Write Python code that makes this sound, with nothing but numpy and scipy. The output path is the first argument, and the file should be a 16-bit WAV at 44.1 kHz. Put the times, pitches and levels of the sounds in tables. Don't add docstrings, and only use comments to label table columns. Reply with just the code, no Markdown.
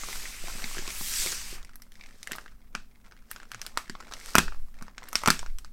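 import sys
import numpy as np
from scipy import signal
from scipy.fft import rfft, irfft
from scipy.io import wavfile
from scipy.ndimage import uniform_filter1d

SR = 44100
rng = np.random.default_rng(int(sys.argv[2]) if len(sys.argv) > 2 else 0)


def to_wav(sig):
    pcm = np.clip(np.atleast_2d(sig), -1, 1) * 32767
    pcm = np.round(pcm).astype(np.int16)
    wavfile.write(sys.argv[1], SR, pcm.T)


N = 252285
TIME = np.arange(N) / SR
SNAP_S = 0.008

# t/s, pitch of the struck wall f/Hz, level/dB before the trims in thuds()
JOLTS = [(0.0865, 480, -50), (0.44, 570, -45.5), (0.552, 238, -48.5), (0.643, 234, -46.5),
         (0.771, 395, -47), (0.790, 320, -44), (0.878, 318, -49.5), (1.01, 252, -44.5), (1.2615, 377, -45),
         (1.273, 370, -52), (1.327, 370, -52), (1.528, 408, -49), (2.318, 276, -46), (2.752, 242, -47),
         (3.898, 260, -43), (4.3533, 250, -25.5), (4.383, 250, -24), (4.821, 209, -46.5), (5.156, 258, -48),
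         (5.28, 240, -25), (5.3039, 233, -32)]
# t/s, hiss level/dB, treble level/dB above 9 kHz, both before the trims in slide()
DRAG = [(0, -43.5, -54.5), (0.119, -41, -49.5), (0.22, -43, -52), (0.36, -47.5, -56), (0.5, -43, -53),
        (0.58, -45, -53.5), (0.72, -41.5, -51), (0.84, -45.5, -56.5), (0.92, -42.5, -47.5),
        (1.0, -39.5, -42.5), (1.12, -34, -40.5), (1.22, -27.5, -39.5), (1.32, -35.5, -45.5),
        (1.42, -42, -52.5), (1.55, -46, -55), (1.621, -74, -78)]


def amp(db):
    return 10 ** (np.asarray(db) / 20)


def unit(x):
    return x / np.sqrt(np.mean(x ** 2) + 1e-20)


def read(points, hz):
    f, value = np.transpose(points)
    return np.interp(np.log(hz + 1), np.log(f + 1), value)


def add(mix, s, sound):
    part = mix[max(round(s * SR), 0):][:len(sound)]
    part += sound[:len(part)]


def sized(x, db, span_s=SNAP_S):
    return x * amp(db) * np.sqrt(span_s * SR / (np.sum(x ** 2) + 1e-20))


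def above(hz, corner_hz, order):
    return 1 / (1 + (corner_hz / (hz + 1)) ** order)


def causal(db):
    log_gain = np.log(amp(np.r_[db, db[-2:0:-1]]))
    return np.exp(np.conj(signal.hilbert(log_gain)))[:len(db)]


def noise(spectrum):
    gain = amp(read(spectrum, np.fft.rfftfreq(N, 1 / SR)))
    return unit(irfft(rfft(rng.standard_normal(N)) * gain, N))


def clicks(per_s, spread_db):
    sizes = amp(spread_db * np.minimum(rng.exponential(1, N), 4))
    return sizes * rng.choice([-1, 1], N) * (rng.random(N) < per_s / SR)


def gesture(start, length, rise_db_per_s, fall_db_per_s):
    early_s = np.maximum(start - TIME, 0)
    late_s = np.maximum(TIME - start - length, 0)
    return -rise_db_per_s * early_s - fall_db_per_s * late_s


def hush(level_db=-59.0):
    # f/Hz, relative level/dB
    floor = [(20, 4.5), (100, -6.5), (150, -9.5), (230, -3.5), (320, -16.5), (500, -25), (1300, -26.5),
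             (3500, -37.5), (15000, -32)]
    return amp(level_db) * noise(floor)


def sway(rest_db=-49.0, drag_db=-38.5, jolt_db=-5.5, lag_s=0.19, width_s=0.21, settle_db_per_s=88):
    drag = amp(drag_db + gesture(0, DRAG[-1][0], 0, settle_db_per_s))
    jolts = [amp(db + jolt_db) * np.exp(-((TIME - s - lag_s) / width_s) ** 2) for s, _, db in JOLTS]
    return np.max([drag, *jolts], axis=0) + amp(rest_db)


def rumble():
    # f/Hz, relative level/dB
    rocking = [(5, -7.5), (16, -0.5), (27, -21.5), (42, -18), (70, -38), (250, -71.5)]
    return sway() * noise(rocking)


def room(x, build_s=0.0042, size=26000):
    # f/Hz, t60/s
    ring_times = [(200, 0.29), (1500, 0.2), (5000, 0.3), (9000, 0.22), (15000, 0.23)]
    # f/Hz, level/dB
    strength = [(100, -14), (600, -10), (1300, -12.5), (2500, -7.5), (6000, -11.5), (9000, -8.5),
                (16000, -9)]
    t = np.arange(size) / SR
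    taps = rng.choice([-1., 1.], size) * (rng.random(size) < 1 / 4)
    taps *= np.clip(t / build_s - 1, 0, 1)
    hz, frame_s, z = signal.stft(taps, SR, nperseg=256)
    t60 = np.maximum(read(ring_times, hz), .1)[:, None]
    fade = amp(-60 * frame_s / t60)
    fade *= amp(read(strength, hz))[:, None] / np.sqrt(np.mean(fade ** 2, axis=1, keepdims=True))
    tail = signal.istft(z * fade, nperseg=256)[1][:size] / np.linalg.norm(taps)
    return signal.oaconvolve(x, tail)[:N]


def moving_echo(x, turn_hz=0.911, count=3):
    turn = 2 * np.pi * TIME * turn_hz
    paths = [room(x * np.cos(turn + np.pi * k / count)) for k in range(count)]
    return sum(paths) * np.sqrt(2 / count)


def scatter(x, near_db=-7.0, near_s=0.0035, size=1024):
    t = np.arange(size) / SR
    taps = rng.standard_normal(size) * np.exp(-t / near_s) * (t > .002)
    return x + amp(near_db) * signal.fftconvolve(x, taps / np.linalg.norm(taps))[:len(x)]


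def nudge(start_s=3.52, length_s=0.092, hz=114, sag_octaves=0.4, db=-56.0):
    t, out = np.arange(0, length_s, 1 / SR), np.zeros(N)
    pitch_hz = hz * 2 ** (sag_octaves * (.5 - t / length_s))
    turns = np.cumsum(pitch_hz) / SR
    add(out, start_s, sized(np.sin(2 * np.pi * turns) * np.hanning(len(t)), db, length_s))
    return out


def thuds(ring_trim_db=1.5, push_trim_db=-2.0, push_cycles=0.64, reach_octaves=0.55, spill=0.43,
          span_s=0.0087, size=16000):
    # f/Hz, relative level/dB, t60/s
    modes = [(43, 2, 0.35), (67.7, 0, 0.3), (163.7, 2.5, 0.2), (198.3, 1, 0.17), (227, 1.5, 0.12),
             (346.5, 1, 0.092), (370, 0, 0.13)]
    t, out = np.arange(size) / SR, np.zeros(N)
    hz, mode_db, t60 = np.transpose(modes)[:, :, None]
    for s, wall_hz, db in JOLTS:
        push = np.sin(2 * np.pi * wall_hz * t) * np.sqrt(t) * np.exp(-t * wall_hz / push_cycles)
        share = spill + np.exp(-(np.log2(hz / wall_hz) / reach_octaves) ** 2)
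        ring = np.sum(share * amp(mode_db - 60 * t / t60) * np.sin(2 * np.pi * hz * t), axis=0)
        add(out, s, sized(ring, db + ring_trim_db, span_s) + sized(push, db + push_trim_db, span_s))
    return out


def slide(hiss_trim_db=-1.5, sheen_trim_db=3.0, body_hz=3000, sheen_hz=9200, patchy_db=1.45, grain=0.44,
          even_db=-52, body_lag=0.65):
    # f/Hz, relative level/dB
    hiss_colour = [(60, 5.5), (200, 2.5), (650, -7), (1000, 0.5), (2100, 6.5), (3600, 1), (5800, 2),
                   (6900, 0), (7900, 2.5), (9500, -1), (13000, 0), (16000, -8)]
    slips = rng.standard_normal(N) + grain * unit(clicks(1200, 4.2))
    hz, t, z = signal.stft(unit(slips), SR, nperseg=512, noverlap=384)
    s, *columns = np.transpose(DRAG)
    hiss, treble = (np.interp(t, s, c) for c in columns)
    body = body_lag * (even_db - hiss)
    sheen = treble - hiss + sheen_trim_db
    hz = hz[:, None]
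    patches = uniform_filter1d(rng.standard_normal(z.shape), size=9, axis=0)
    patches = unit(uniform_filter1d(patches, size=16, axis=1))
    colour = read(hiss_colour, hz) + body * (1 - above(hz, body_hz, order=4))
    colour = colour + sheen * above(hz, sheen_hz, order=10)
    z = z * amp(hiss + hiss_trim_db + colour + patchy_db * patches) * (t < s[-1])
    band_share = 6000 / (SR / 2)
    return signal.istft(z, nperseg=512, noverlap=384)[1][:N] / np.sqrt(band_share)


def pop(hz, ring_s=0.0007, overtone=1.438, overtone_share=0.31, size=1024):
    t = np.arange(size) / SR
    upper_hz = hz * overtone * rng.uniform(0.92, 1.26)
    upper = overtone_share * np.sin(2 * np.pi * upper_hz * t)
    return -(np.sin(2 * np.pi * hz * t) + upper) * t ** 0.47 * np.exp(-t / ring_s)


def crack(sheen_db, fade_s=0.0016, rise_s=0.000086, sheen_hz=9000, size=1024):
    # f/Hz, relative level/dB
    crack_colour = [(100, -18), (550, -14), (1400, -2), (2600, -5), (3700, -3), (5500, 1.5), (6800, -3),
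                    (8200, 0.5), (9500, -0.5), (13000, 1), (16000, -9)]
    t, hz = np.arange(size) / SR, np.fft.rfftfreq(size, 1 / SR)
    if fade_s:
        breaks = rng.standard_normal(size) * np.exp(-t / fade_s) * (1 - np.exp(-t / rise_s))
    else:
        breaks = signal.unit_impulse(size)
    z = rfft(breaks) * causal(read(crack_colour, hz) + sheen_db * above(hz, sheen_hz, order=10))
    core = irfft(z * (hz > 3000) * (hz < 9000))
    return irfft(z) * np.sqrt(SNAP_S * SR / np.sum(core ** 2))


def creases(low_hz, high_hz, ring_s, crack_db, per_s, count=20):
    out = np.zeros(N)
    for hz in np.geomspace(low_hz, high_hz, count):
        crease = sized(pop(hz, ring_s=ring_s), 0) + amp(crack_db) * crack(-19.0)
        out += signal.oaconvolve(clicks(per_s, 4.2), scatter(crease))[:N]
    return unit(out)


def grip(tighten_db_per_s=257.5, relax_db_per_s=108, hold_db=-65.5):
    # start t/s, length t/s, level/dB before the shares in crinkle()
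    squeezes = [(0.02, 0.29, -48.5), (0.475, 0.16, -42), (0.75, 0.15, -44.5), (1.23, 0.044, -41.5),
                (1.528, 0.15, -55), (1.99, 0.17, -56.5), (2.29, 0.059, -46), (3.04, 0.076, -57),
                (3.306, 0.13, -56.5), (3.512, 0.34, -52.5), (4.005, 0.35, -47.5), (4.382, 0.18, -57.5),
                (4.78, 0.06, -52.5), (4.996, 0.29, -51), (5.228, 0.11, -47.5)]
    curves = [db + gesture(start, length, tighten_db_per_s, relax_db_per_s) for start, length, db in squeezes]
    return amp(np.maximum(np.max(curves, axis=0), hold_db))


def crinkle(fine_db=-5.0, broad_db=-13.0, resting_db=0.5):
    fine = creases(low_hz=950, high_hz=2390, ring_s=0.00062, crack_db=-6.5, per_s=9.0)
    broad = creases(low_hz=302, high_hz=792, ring_s=0.0014, crack_db=-18.0, per_s=22.0)
    resting = TIME > DRAG[-1][0]
    return grip() * (amp(fine_db) * fine + amp(broad_db + resting_db * resting) * broad)


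def pressure(bite_db=-68, bite_db_per_s=354, ease_db_per_s=157.5):
    # start t/s, length t/s, rasp level/dB at the end
    strokes = [(1.945, 0.45, -57.5), (3.296, 0.01, -55), (3.506, 0.53, -72), (4.056, 0.24, -43.5),
               (5.067, 0.25, -45.5)]
    total = np.zeros(N)
    for start, length, end_db in strokes:
        bearing_db = np.interp(TIME, [start, start + length], [bite_db, end_db])
        total += amp(bearing_db + gesture(start, length, bite_db_per_s, ease_db_per_s))
    return total


def blade(sheen_db=-11.5, smooth=0.93, spread_db=5.5, count=6):
    teeth = np.zeros(N)
    for _ in range(count):
        teeth += signal.oaconvolve(clicks(98, spread_db), crack(sheen_db, fade_s=0.00015))[:N]
    rub = signal.oaconvolve(rng.standard_normal(N), crack(sheen_db, fade_s=0))[:N]
    return pressure() * unit(unit(teeth) + smooth * unit(rub))


def snaps(pop_trim_db=-4.5, crack_trim_db=-1.0, full_rip_s=0.0014, rip_growth=0.13, crumb_db=-18.5,
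          before_s=0.0024, after_s=.014, lead_db=-28.0, lead_s=0.004, count=3):
    # t/s, pitch of the popping panel f/Hz, pop level/dB and crack level/dB
    # (both before trims), sheen level/dB above 9 kHz relative to the crack
    film_snaps = [(0.035, 1310, -35.5, -50, -15), (0.0865, 1280, -37, -45.5, -10),
                  (0.1292, 2050, -35.5, -46, -10), (0.157, 1390, -41, -46, -15),
                  (0.2553, 2050, -35, -59, -18), (0.6, 1500, -44, -53, -13), (0.621, 1800, -39, -44.5, -18),
                  (0.642, 2160, -32, -37, -32), (0.768, 1560, -39, -65, -15),
                  (0.7823, 1760, -33.5, -46.5, -17), (0.789, 1600, -41.5, -42, -17),
                  (0.868, 2550, -40.5, -54, -15), (0.8772, 2550, -36, -37.5, -25),
                  (0.89, 2170, -42, -45, -13), (0.9036, 2260, -33.5, -42.5, -18),
                  (1.011, 1040, -39, -46, -17), (1.1377, 1300, -40, -35.5, -21),
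                  (1.2622, 2450, -38, -34, -8), (1.2718, 2280, -31, -42, -10),
                  (1.3201, 1650, -40, -35, -22), (1.327, 1690, -36.5, -44, -20),
                  (1.629, 1600, -60, -53, -12), (1.6485, 2120, -54, -52, -15), (1.757, 1650, -56, -54, 5),
                  (1.8208, 2030, -51, -50, -3), (1.92, 1970, -55, -57.5, -7),
                  (1.955, 2070, -51.5, -59, -14), (2.0109, 2300, -43, -54.5, -42),
                  (2.038, 2200, -45.5, -57, -23), (2.0612, 2310, -51.5, -56, -27),
                  (2.2302, 2070, -47, -42, -11), (2.2733, 1860, -33, -43.5, -10),
                  (2.313, 1710, -34, -54, -25), (2.3189, 1770, -31.5, -36.5, -7),
                  (2.3323, 1980, -35, -42, -47), (2.360, 1660, -57, -51.5, 0),
                  (2.384, 1570, -35.5, -57, -41), (2.461, 1500, -44.5, -59, -33),
                  (2.48, 1920, -48, -63, -28), (2.7508, 1435, -25.5, -36, -22),
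                  (3.122, 1460, -47, -58, -23), (3.3138, 1660, -37.5, -43, 4),
                  (3.362, 1500, -38.5, -47, -24), (3.401, 1610, -42.5, -56, -24),
                  (3.431, 1530, -45, -57, -17), (3.5171, 1500, -35.5, -43, -11),
                  (3.5463, 1490, -36, -43.5, -20), (3.6161, 1350, -51, -36, -12),
                  (3.6647, 1620, -41.5, -38, -10), (3.774, 1260, -21.5, -30, -10),
                  (3.8973, 1670, -34, -40, -18), (3.9523, 1220, -37, -51.5, -59),
                  (4.1228, 1420, -36.5, -45, -21), (4.137, 1900, -42, -38.5, -15.5),
                  (4.3534, 1360, -9.5, -20.5, -5.5), (4.383, 1360, -12.5, -17, -14.5),
                  (4.3911, 1570, -20, -35.5, -15), (4.4811, 1460, -34.5, -48.5, -39),
                  (4.5227, 1350, -38, -63, -22), (4.546, 1200, -46.5, -64, -22),
                  (4.812, 1310, -46, -65, -20), (4.8245, 1390, -41.5, -48, -9),
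                  (4.8818, 1140, -43, -57.5, -51), (4.9809, 1520, -42, -43.5, -34),
                  (5.0227, 1050, -44.5, -70, -22), (5.039, 1200, -48, -53.5, -14),
                  (5.088, 1250, -57, -51.5, 0), (5.1299, 1230, -31.5, -40, -4),
                  (5.155, 1290, -24.5, -20, -17.5), (5.2363, 1160, -26.5, -44.5, -6),
                  (5.2599, 1330, -23, -29, -13), (5.2753, 1230, -16, -23, -22),
                  (5.281, 1180, -20, -36.5, 1), (5.2844, 1350, -15, -30, -22),
                  (5.3034, 1540, -15, -18, -12), (5.3925, 1630, -39, -35.5, -19.5),
                  (5.4296, 1003, -36.5, -55, -24), (5.4624, 1470, -39, -49, -26),
                  (5.5858, 1900, -84, -44.5, -8), (5.647, 1350, -45.5, -48.5, -20)]
    direct, radiated = np.zeros((2, N))
    for s, hz, low_db, high_db, sheen_db in film_snaps:
        hollow = sized(pop(hz), low_db + pop_trim_db)
        bright = amp(high_db + crack_trim_db)
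        fade_s = full_rip_s * bright ** rip_growth
        add(direct, s, scatter(hollow + bright * crack(sheen_db, fade_s=fade_s)))
        add(radiated, s, hollow + bright * crack(sheen_db, fade_s=0))
        add(direct, s - lead_s * (1 + rng.random()), sized(pop(hz), low_db + lead_db))
        for _ in range(count):
            crumb = sized(pop(hz * rng.uniform(0.73, 2.0)), low_db) + bright * crack(sheen_db)
            add(direct, s + rng.uniform(-before_s, after_s), amp(crumb_db) * rng.random() * crumb)
    return direct, radiated


def scene():
    background = hush() + rumble()
    handling = nudge() + thuds() + slide() + crinkle() + blade()
    direct, radiated = snaps()
    echo = moving_echo(radiated + handling)
    return (direct + handling + echo + background)[None]


def record(dry, edge_hz=16050):
    rounded = dry / (1 + dry ** 6) ** (1 / 6)
    lowpass = signal.firwin(301, edge_hz, window=("kaiser", 8), fs=SR)
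    return signal.oaconvolve(rounded, lowpass[None], "same")


dry = scene()
out = record(dry)
to_wav(out)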